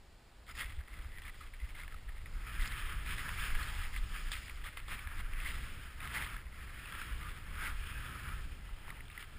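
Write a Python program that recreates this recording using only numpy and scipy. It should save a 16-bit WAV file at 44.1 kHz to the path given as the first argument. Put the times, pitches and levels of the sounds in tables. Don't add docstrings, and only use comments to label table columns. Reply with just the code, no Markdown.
import sys
import numpy as np
from scipy import signal
from scipy.fft import rfft, irfft, next_fast_len
from scipy.io import wavfile
from scipy.ndimage import uniform_filter1d, map_coordinates

SR = 44100
rng = np.random.default_rng(int(sys.argv[2]) if len(sys.argv) > 2 else 0)


def linear_from_db(decibels):
    return 10 ** (np.asarray(decibels, float) / 20)


def int16_out(signal):
    q = np.round(np.clip(np.atleast_2d(signal).T, -1, 1) * 32767)
    wavfile.write(sys.argv[1], SR, q.astype(np.int16))


N = 413658


def unit(x):
    return x / np.sqrt(np.mean(x ** 2) + 1e-20)


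def along(points, hz):
    point_hz, value = np.transpose(points)
    return np.interp(np.log(hz + 1), np.log(point_hz + 1), value)


def curves(rows):
    time_s, *columns = np.transpose(rows)
    return [np.interp(np.arange(N) / SR, time_s, column) for column in columns]


def wobble(rate_hz):
    coarse = map_coordinates(rng.standard_normal(4000), [np.arange(0, N + 32, 32) * rate_hz / SR])
    return np.interp(np.arange(N) / 32, np.arange(len(coarse)), coarse)


def filtered(x, response):
    size = next_fast_len(N + 8192)
    return irfft(rfft(x, size) * response(np.fft.rfftfreq(size, 1 / SR)), size)[..., :N]


def ring(x, hz, width_hz):
    return signal.lfilter(*signal.iirpeak(hz, hz / width_hz, SR), x)


def modes(table):
    def response(f):
        return sum(linear_from_db(db) * 1j * f * w / (hz * hz - f * f + 1j * f * w) for hz, w, db in table)
    return response


def rush(spectrum):
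    size = next_fast_len(N)
    hz = np.fft.rfftfreq(size, 1 / SR)
    real, imag = rng.standard_normal((2, len(hz)))
    return unit(irfft((real + 1j * imag) * linear_from_db(along(spectrum, hz)), size)[:N])


def strokes(rows, peak):
    power, bright = np.zeros(N + SR), np.zeros(N + SR)
    for start_s, length_s, db, bright_db in rows:
        u = np.arange(round(length_s * SR)) / SR / length_s
        triangle = np.clip(np.minimum(u / peak, (1 - u) / (1 - peak)), 0, 1)
        swell = linear_from_db(2 * db) * triangle ** 1.5
        first = round(start_s * SR)
        power[first:][:len(u)] += swell
        bright[first:][:len(u)] += swell * bright_db
    return power[:N], bright[:N]


def gusts(rows):
    knots_s = np.arange(0, N / SR + .01, .005)
    change_db = sum(db * np.exp(-((knots_s - s) / width_s) ** 2) for s, width_s, db in rows)
    return np.interp(np.arange(N) / SR, knots_s, change_db)


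# [start_s, peak_db, pitch_hz]
EDDIES = [(0.489, -48, 21.5), (0.634, -34.5, 46), (0.772, -30.5, 59.4), (1.043, -36.5, 61.7),
          (1.327, -44, 42.8), (1.617, -29, 54.4), (2.056, -36, 40.7), (2.305, -30, 30.3),
          (2.564, -25.5, 27.4), (2.769, -33, 27.8), (2.945, -32, 41.4), (3.679, -34, 32.3),
          (3.975, -32, 28.8), (4.898, -54, 30.5), (5.049, -36.5, 58.7), (5.483, -35, 30),
          (6.214, -39.5, 32.7), (6.317, -36, 33), (6.761, -62, 35.0), (6.86, -56, 48), (7.101, -30.5, 43.3),
          (7.593, -43, 21.5), (7.601, -32, 22.7), (8.268, -34.5, 32.2), (8.692, -38, 37.6)]


def eddies():
    cycles, gain_db = 2.53, -2.5
    push = np.zeros(N + SR)
    for (start_s, db, hz), phase in zip(EDDIES, rng.random((len(EDDIES), 1))):
        turn = np.arange(round(cycles / hz * SR)) / SR * hz
        swell = np.sin(np.pi * turn / cycles) ** 2
        push[round(start_s * SR):][:len(turn)] += linear_from_db(db + gain_db) * swell * np.sin(2 * np.pi * (turn + phase))
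    return push[:N]


# [time_s, strength_db, large_eddies_over_it_db]
WIND = [(0, -73, 12.5), (.43, -70, 9), (.62, -62.5, 13), (1.5, -65, 15.5), (2.15, -64.5, 19),
        (2.6, -56.5, 14), (3.24, -53.5, 12), (3.97, -57.5, 19.5), (4.75, -63.5, 12), (5.4, -61.5, 20.5),
        (5.65, -53.5, 9), (6.3, -56.5, 5), (6.5, -60.5, 10.5), (7.1, -56, 6), (7.8, -58.5, 18),
        (8.15, -51.5, -0.5), (8.4, -54.5, 13), (8.8, -64, 11)]
# [freq_hz, density_db_per_hz]
BUFFET = [(6, -26), (12, -2), (27, -1.5), (45, -6.5), (70, -32), (120, -54.5)]
FLUTTER = [(30, -33), (50, 0.5), (70, -1), (105, -13.5), (160, -50), (300, -75)]
ROAR = [(65, -28), (110, 1.5), (204, -11.5), (454, -21), (750, -29.5), (1500, -25), (5000, -43),
        (6500, -45)]
# [centre_s, width_s, change_db]
HEAD_TURNS = [(.88, 0.049, -3), (1.0, .05, 2.5), (1.55, .05, -4.5), (1.95, 0.035, 3), (2.45, 0.025, -2),
              (3.57, 0.039, 4), (3.9, 0.086, -4.5), (4.6, 0.046, 3), (4.8, 0.063, -0.5), (4.93, .03, 7),
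              (5.2, 0.063, 5), (5.93, 0.12, -6), (6.08, 0.057, 2), (7.2, 0.13, 1.5), (7.47, 0.093, -3.5),
              (7.7, 0.043, 1.5), (8.2, 0.027, -6), (9.1, 0.15, 1.5), (9.36, 0.033, 6.5)]
# [centre_s, width_s, change_db]
ROAR_GUSTS = [(.3, .2, 1), (1.3, .15, -1.5), (2.3, .1, 2.5), (3.9, .15, 2), (4.17, .08, 4),
              (5.45, 0.11, 3.5), (6.4, .1, -1), (7.5, .06, 6), (8.95, 0.14, 7)]


def wind():
    strength_db, large_db = curves(WIND)
    lumps = wobble(9)
    buffet = linear_from_db(large_db + 0.5 + 0.14 * lumps) * rush(BUFFET)
    flutter = linear_from_db(0.39 * large_db + 3.5 + 0.27 * lumps) * rush(FLUTTER)
    roar = linear_from_db(-0.6 + gusts(ROAR_GUSTS) + 0.16 * lumps) * rush(ROAR)
    return linear_from_db(strength_db + gusts(HEAD_TURNS)) * (buffet + flutter + roar) + eddies()


# [freq_hz, density_db_per_hz]
SNOW = [(290, -57), (500, -25), (735, -21.5), (998, -10), (1250, -1.5), (1700, -1.5), (1900, -4),
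        (2330, -6), (2820, -8), (3170, -8.5), (4220, -22.5), (5000, -18.5), (5300, -13.5), (6890, -71),
        (11700, -120)]
# [freq_hz, width_hz, lift_db]
SKI_RINGS = [(1290, 104, 2), (1728, 110, 2.5), (2400, 190, 2.5), (3060, 110, 0)]


def spray():
    def lift(f):
        return linear_from_db(sum(db * np.exp(-((f - hz) / width_hz) ** 2) for hz, width_hz, db in SKI_RINGS))
    return filtered(rush(SNOW), lift)


def patchy(x, db):
    z = signal.stft(x, nperseg=512)[2]
    over_freq = uniform_filter1d(rng.standard_normal(z.shape), size=3, axis=0)
    field = uniform_filter1d(over_freq, size=8, axis=1)
    return signal.istft(z * linear_from_db(db * unit(field)), nperseg=512)[1][:N]


def grains(rate_hz, spread_db):
    count = N // 14
    at = np.cumsum(rng.exponential(size=count)) * SR / rate_hz
    size = linear_from_db(spread_db * rng.exponential(size=count)) * rng.standard_normal(count)
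    return np.bincount(at.astype(int), size, N)[:N]


# [freq_hz, width_hz, level_db]
CASE = [(1290, 290, -5.5), (2010, 350, 2), (2700, 410, -8), (3320, 490, -6), (5040, 78, -15)]


def cloth():
    shared_db = 0.46 * wobble(35) + 0.45 * wobble(120)
    total = np.zeros(N)
    for hz, width_hz, db in CASE:
        own_db = 3.06 * wobble(45)
        crackle = unit(ring(grains(rate_hz=3500, spread_db=1.9), hz, width_hz))
        total += linear_from_db(db + shared_db + own_db) * crackle
    return unit(total)


# [start_s, length_s, level_db, brightness_db]
RUBS = [(.55, 0.14, -43, 0.5), (.66, 0.074, -51, -9), (.76, 0.16, -68, -41), (.86, 0.32, -55.5, -9),
        (1.06, 0.18, -64, -6), (1.33, 0.043, -59, -2), (1.385, 0.12, -56.5, 1), (1.51, .06, -73, -6),
        (1.59, 0.18, -59.5, -1), (1.735, 0.17, -51.5, -4), (2.08, 0.042, -53.5, -16),
        (2.155, 0.046, -61, -3), (2.245, 0.06, -57, -14), (2.58, 0.15, -43.5, -2), (3.17, 0.075, -50, 2),
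        (4.305, 0.057, -44.5, 10), (4.41, 0.12, -54.5, 5), (4.635, 0.08, -48, -2), (4.345, 0.035, -49, 4),
        (9.19, 0.044, -47, 12), (4.87, 0.13, -42.5, -2), (5.29, 0.38, -47.5, -9), (5.38, 0.31, -49, 12.5),
        (5.99, 0.13, -44.5, -10.5), (6.09, 0.2, -40.5, -4), (7.6, 0.15, -40.5, -8), (8.93, 0.093, -55, 7)]
# [start_s, length_s, level_db, brightness_db]
PULLS = [(.46, 0.07, -50, -1.5), (1.2, 0.11, -49.5, -4), (1.885, 0.062, -51.5, -19),
         (3.92, 0.077, -48.5, 3), (4.775, 0.024, -55, 5), (6.31, 0.088, -55, -5), (7.2, 0.13, -50, -4),
         (8.84, 0.078, -48.5, 4.5), (9.13, 0.046, -50, 4.5), (8.96, 0.046, -64, -11), (.78, 0.037, -61, 0),
         (5.15, 0.067, -48.5, 0), (9.2, .045, -53, 8)]
# [start_s, peak_db]
TAPS = [(0.7233, -36), (1.1842, -31), (1.2196, -33.5), (1.5369, -42), (1.6003, -35.5), (1.9155, -40),
        (2.0892, -37), (2.2578, -36.5), (2.6584, -26), (3.1822, -26.5), (3.9629, -28), (4.4957, -27.5),
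        (4.6409, -29.5), (4.7296, -42), (4.7721, -33), (5.4595, -28), (6.2637, -31), (7.6725, -27),
        (8.9032, -28.5), (9.0059, -46), (9.1002, -35), (9.1765, -27.5), (9.2264, -28)]


def rubs():
    tug_rows = [(start_s, 0.028, db - 24, 0.5) for start_s, db in TAPS]
    rub, rub_bright = strokes(RUBS, peak=0.35)
    tug, tug_bright = strokes(tug_rows, peak=0.06)
    pull, pull_bright = strokes(PULLS, peak=0.81)
    return rub + tug + pull, rub_bright + tug_bright + pull_bright


def brighter(x, db):
    def treble(hz):
        return 1 / (1 + (2700 / (hz + 1)) ** 6) / (1 + (hz / 5000) ** 4)
    return x + (linear_from_db(db) - 1) * filtered(x, treble)


# [time_s, level_db, rustle_share_0_1, brightness_db]
CARVE = [(0, -78.5, 0.4, 8), (.46, -73.5, 0.1, 6), (.56, -65.5, 0.76, 10), (2.25, -62.5, 0.7, 1),
         (2.6, -54.5, 0, -2), (3.4, -47.5, 0.4, 4), (3.88, -52, 1, -7), (4.0, -56, 0.25, 5.5),
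         (4.85, -57.5, 0.7, -1), (5.1, -53, 0.16, -5.5), (5.95, -58, 0.1, 3), (6.2, -46, 0.1, 4),
         (6.45, -61, 0.66, -5.5), (7.0, -49, 0.01, 4.5), (7.44, -56, 0.3, 0), (7.78, -55, 0.04, 5),
         (8.35, -51.5, 0.08, -1), (8.53, -60.5, 0.33, 8)]
# [start_s, length_s, level_db, brightness_db]
SURGES = [(2.33, 0.26, -54, -2), (2.44, 0.22, -49, 4.5), (2.64, 0.28, -48.5, 7.5), (2.82, 0.16, -47, 1.5),
          (3.04, 0.14, -44, 5.5), (3.17, 0.25, -46, -4), (3.35, 0.19, -41.5, 4), (3.5, 0.25, -44.5, 2.5),
          (3.7, 0.23, -48, 6.5), (4.08, 0.17, -48.5, 2.5), (4.235, 0.085, -51.5, 8), (4.33, 0.11, -60, 26),
          (4.95, 0.13, -50, 5), (5.06, 0.16, -52.5, -4), (5.48, 0.46, -56.5, 12.5), (6.2, 0.25, -51.5, -2),
          (6.5, 0.21, -55.5, 4), (6.76, 0.14, -56.5, 8), (6.87, 0.18, -48.5, -1), (7.45, 0.29, -48, -0.5),
          (7.76, 0.22, -53, 7), (7.8, 0.19, -54, 9), (7.9, 0.25, -50.5, 2.5), (8.05, 0.18, -51.5, -2),
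          (8.24, 0.1, -48.5, -3)]
# [freq_hz, density_db_per_hz]
BODY = [(90, -15), (180, 2.5), (400, -6.5), (700, -16.5), (1200, -62)]


def slide():
    level_db, rustle, bright_db = curves(CARVE)
    steady = linear_from_db(2 * level_db)
    surge, surge_bright = strokes(SURGES, peak=0.51)
    rub, rub_bright = rubs()
    power = steady + surge + rub
    share = np.clip((rustle * steady + 0.019 * surge + 0.81 * rub) / power, 0, 1)
    unsteady_db = 0.74 * wobble(24) + 1.08 * wobble(80)
    snow = unit(linear_from_db(unsteady_db) * patchy(spray(), db=1.0))
    body = linear_from_db(-19.5) * rush(BODY)
    both = np.sqrt(1 - share) * snow + np.sqrt(share) * cloth() + body
    mean_bright_db = (steady * bright_db + surge_bright + rub_bright) / power
    return np.sqrt(power) * brighter(both, mean_bright_db)


# [freq_hz, density_db_per_hz]
HISS = [(60, -58), (150, -1), (500, -4.5), (800, -5), (2000, -11.5), (5200, -12.5), (6000, -14)]


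def hiss():
    return linear_from_db(-63.0) * rush(HISS)


# [freq_hz, density_db_per_hz]
APART = [(35, -18), (60, -19), (259, -6.5), (333, -7), (367, -7), (3000, -16), (5240, -11), (6000, -27),
         (7800, -59), (13200, -120)]


def apart():
    return linear_from_db(-78.0) * rush(APART)


# [start_s, length_s, level_db, pitch_hz]
SWISHES = [(1.401, 0.031, -53.5, 1250), (2.498, 0.13, -53, 1650), (2.638, 0.036, -50, 1960),
           (2.855, 0.081, -61, 1650), (3.053, 0.054, -51, 2430), (3.167, 0.077, -45.5, 1970),
           (3.228, 0.12, -49, 1640), (3.38, .05, -54, 2350), (3.39, 0.084, -46, 1730),
           (3.55, .11, -48, 1700), (6.902, 0.14, -54, 1650), (7.18, 0.15, -53, 1230),
           (7.544, 0.21, -52, 1600), (7.84, .2, -56, 2510), (7.933, 0.073, -48.5, 1620),
           (7.978, 0.28, -54, 1310), (8.028, .15, -62, 1700), (8.273, 0.11, -53.5, 1310),
           (0.658, 0.16, -67, 1980), (0.855, 0.16, -66, 2000), (1.046, 0.21, -60, 1980),
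           (1.597, 0.13, -66, 2060), (8.556, 0.29, -64, 2000), (8.82, 0.091, -58, 2020),
           (8.928, 0.11, -59, 2010), (9.144, 0.12, -59, 1970), (7.776, 0.27, -65, 1350),
           (8.12, 0.22, -63, 1460), (0.476, 0.043, -54, 1270), (3.204, 0.17, -54, 1410),
           (7.577, 0.17, -52, 1400), (2.702, 0.045, -51, 2000), (.56, 0.12, -51, 1880),
           (0.577, .08, -55, 3400), (4.315, 0.039, -48, 2500)]


def swishes():
    out = np.zeros(N + SR)
    for start_s, length_s, db, hz in SWISHES:
        band = unit(ring(rng.standard_normal(SR // 4), hz, width_hz=83))[:round(length_s * SR)]
        out[round(start_s * SR):][:len(band)] += linear_from_db(db) * np.hanning(len(band)) * band
    return out[:N]


# [start_s, peak_db, pitch_hz]
FLECKS = [(.695, -50, 3200), (.806, -50, 1400), (.882, -47, 1700), (1.02, -54, 3000), (1.235, -48, 3000),
          (1.265, -48, 3300), (1.537, -47, 2050), (1.692, -50, 2300), (1.78, -48, 2400), (1.922, -45, 1990),
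          (1.943, -51, 2400), (2.18, -48, 1900), (2.265, -49, 1900), (2.31, -55, 1300), (2.601, -41, 2010),
          (2.621, -35, 1820), (2.627, -40, 3620), (2.641, -43, 1700), (2.674, -39, 4860), (2.72, -41, 3600),
          (3.405, -38, 2310), (3.63, -40, 4260), (3.962, -36, 2000), (4.318, -43, 4800), (4.33, -42, 5000),
          (4.771, -39, 2270), (4.771, -50, 3480), (5.145, -54, 4930), (5.334, -38, 1960),
          (5.401, -36, 2300), (5.5, -41, 2190), (7.625, -44, 1460), (7.649, -39, 1500), (8.3, -42, 1500),
          (8.88, -44, 1250), (8.892, -44, 1990), (8.925, -48, 1100), (8.975, -52, 1050), (9.002, -48, 1990),
          (9.006, -40, 1990), (9.054, -52, 3200), (9.081, -50, 3300), (9.101, -45, 2400),
          (9.114, -48, 3500), (9.127, -48, 2700), (9.204, -49, 1900), (.49, -52, 5000), (.61, -47, 5000),
          (1.19, -56, 5000), (2.258, -46, 2190), (3.182, -37, 1990), (7.014, -37.5, 1450),
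          (8.903, -40, 1990), (4.496, -44, 3000), (4.882, -45, 3730), (4.8, -45, 3020), (2.61, -40, 3640),
          (2.635, -41.5, 3700), (4.772, -52, 5050)]


def flecks():
    half_s, width_hz = 0.002003, 630
    out, t = np.zeros(N + SR), np.arange(-SR // 100, SR // 100) / SR
    for start_s, db, hz in FLECKS:
        band = ring(ring(rng.standard_normal(len(t)), hz, width_hz), hz, width_hz)
        burst = np.exp(-(t / half_s) ** 2) * band
        first = round((start_s + half_s + t[0]) * SR)
        out[first:][:len(t)] += linear_from_db(db) * burst / abs(burst).max()
    return out[:N]


# [start_s, length_s, level_db]
MISTS = [(.54, 0.11, -57), (1.33, .2, -69), (2.2, 0.52, -70), (2.5, 0.3, -73), (2.6, 0.045, -59),
         (2.66, .03, -54.5), (3.0, 0.96, -60), (3.4, 0.91, -64), (4.022, 0.65, -60.5), (4.3, 0.25, -67),
         (5.45, 0.65, -68.5), (6.06, .3, -70), (6.5, 0.21, -72), (7.85, 0.99, -69)]


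def mist():
    power, _ = strokes([(*row, 0) for row in MISTS], peak=0.32)
    return np.sqrt(power) * unit(ring(rng.standard_normal(N), 5030, width_hz=700))


# [start_s, peak_db, pitch_hz]
SNAPS = [(0.551, -34, 1850), (0.5766, -31, 1860), (1.8791, -30.5, 1850), (1.943, -33.5, 1270),
         (3.063, -29, 1760), (3.2915, -25, 1660), (3.5036, -27, 1640), (3.5515, -25, 1670),
         (4.3206, -25.5, 2320), (4.8823, -30.5, 1180), (4.9397, -26, 2180), (4.9911, -29, 2240),
         (5.0725, -28, 1710), (6.0035, -29, 2360), (6.033, -35, 1680), (6.1145, -42, 2160),
         (6.1473, -25, 1870), (6.343, -31, 1400), (6.3644, -28, 1730), (6.9233, -27, 1720),
         (6.9502, -28, 1730), (6.973, -36, 1290), (7.015, -27.5, 1460), (7.213, -34, 1360),
         (7.5533, -32, 1620), (8.2896, -31, 1440), (8.911, -35.5, 1190), (1.796, -41, 1000),
         (4.317, -20, 3400)]
# [start_s, peak_db, pitch_hz]
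SLIPS = [(0.7477, -46, 1960), (0.8126, -39, 1740), (0.8628, -53, 2040), (0.94, -36, 2040),
         (0.9727, -44, 1990), (1.0459, -38, 1940), (1.1197, -38, 1960), (1.1745, -36, 1930),
         (1.2535, -33, 2170), (1.2954, -32, 1970), (1.3448, -42, 1990), (1.6164, -37, 2080),
         (1.6894, -41, 2240), (1.7964, -50, 2030), (1.8344, -32.5, 2140), (1.9854, -43, 2080),
         (2.121, -41, 1380), (2.2177, -42, 1260), (4.2704, -34, 1900), (4.4303, -38, 2140),
         (4.4543, -45, 1980), (4.4815, -31, 1890), (4.615, -34, 1850), (6.171, -24, 2050),
         (6.2234, -22, 1790), (6.857, -30, 2640), (7.7044, -41, 2010), (8.6914, -38, 1340),
         (8.8904, -40, 1990), (9.053, -41, 2190), (9.082, -45, 2000), (9.1274, -49, 1280)]
# [start_s, peak_db, pitch_hz]
SCUFFS = [(0.789, -40, 1930), (0.876, -41, 1980), (0.989, -36, 1870), (1.279, -35, 1990),
          (1.407, -43, 1230), (1.752, -36, 2130), (1.789, -50, 2010), (1.818, -44, 2040),
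          (2.169, -42, 1970), (4.335, -41, 2250), (4.684, -37, 1960), (4.772, -27.5, 1150),
          (4.799, -38, 2130), (8.881, -41, 1980), (9.107, -40.5, 2740), (9.194, -35, 1890),
          (9.242, -36, 2100)]


def ticks():
    rise_s, soft_hz = 0.00052, 3400
    tap_t60_s, snap_t60_s, scuff_t60_s, slip_t60_s = 0.011, 0.014, 0.017, 0.0091
    contacts = [(start_s, db, 1990, tap_t60_s) for start_s, db in TAPS]
    contacts += [(*row, snap_t60_s) for row in SNAPS]
    contacts += [(*row, scuff_t60_s) for row in SCUFFS]
    contacts += [(*row, slip_t60_s) for row in SLIPS]
    own, knock, t = np.zeros(N + SR), np.zeros(N + SR), np.arange(SR // 16) / SR
    for start_s, db, hz, t60_s in contacts:
        grit = (1 - np.exp(-t / rise_s)) * linear_from_db(-60 * t / t60_s) * rng.standard_normal(len(t))
        touch = linear_from_db(6.5) * (t == 0)
        note = ring(grit + touch, hz, width_hz=150)
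        first = round(start_s * SR)
        own[first:][:len(t)] += linear_from_db(db - 11.0) * note / abs(note).max()
        knock[first:][:len(t)] += linear_from_db(db + 0.5) * (touch + 0.71 * grit)

    def padded(f):
        return linear_from_db(-0.5) / (1 - (f / soft_hz) ** 2 + 1.3j * f / soft_hz)
    return filtered(own[:N] + filtered(knock[:N], modes(CASE)), padded)


# [start_s, length_s, level_db]
DIGS = [
    (3.552, 0.46, -61.5),
    (6.1, 0.16, -55),
    (8.55, 0.59, -70),
]


def digs():
    t = np.arange(N) / SR
    bite = sum(linear_from_db(db) * np.sin(np.pi * np.clip((t - start_s) / length_s, 0, 1))
               for start_s, length_s, db in DIGS)
    scrape = ring(ring(rng.standard_normal(N), 890, width_hz=330), 890, width_hz=330)
    return bite * unit(scrape)


def scene():
    mid = wind() + slide() + hiss() + swishes() + flecks() + mist() + ticks() + digs()
    side = apart()
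    return np.array([mid + side, mid - side])


def roll_off(x):
    return signal.sosfilt(signal.butter(12, 16430, fs=SR, output="sos"), x)


def record(dry):
    up, down, steps, top_hz = 40, 147, 4, 15330
    blocks = 2 * next_fast_len(N // down)
    size, period = blocks * down, blocks * up
    bins = np.arange(size // 2 + 1)
    hz = bins * SR / size
    fold = (bins + period // 2) % period - period // 2
    guard = 1 / (1 + (hz / 5650) ** 16)
    images = (rfft(dry, size) * guard)[:, abs(fold)]
    images = np.where(fold < 0, np.conj(images), images)
    u = bins / period
    hold = np.sinc(u) / np.sinc(u / steps) * np.exp(-1j * np.pi * u * (steps - 1) / steps)
    held = irfft(images * hold * (hz < top_hz), size)[:, :N]
    return roll_off(held)


dry = scene()
out = record(dry)
int16_out(out)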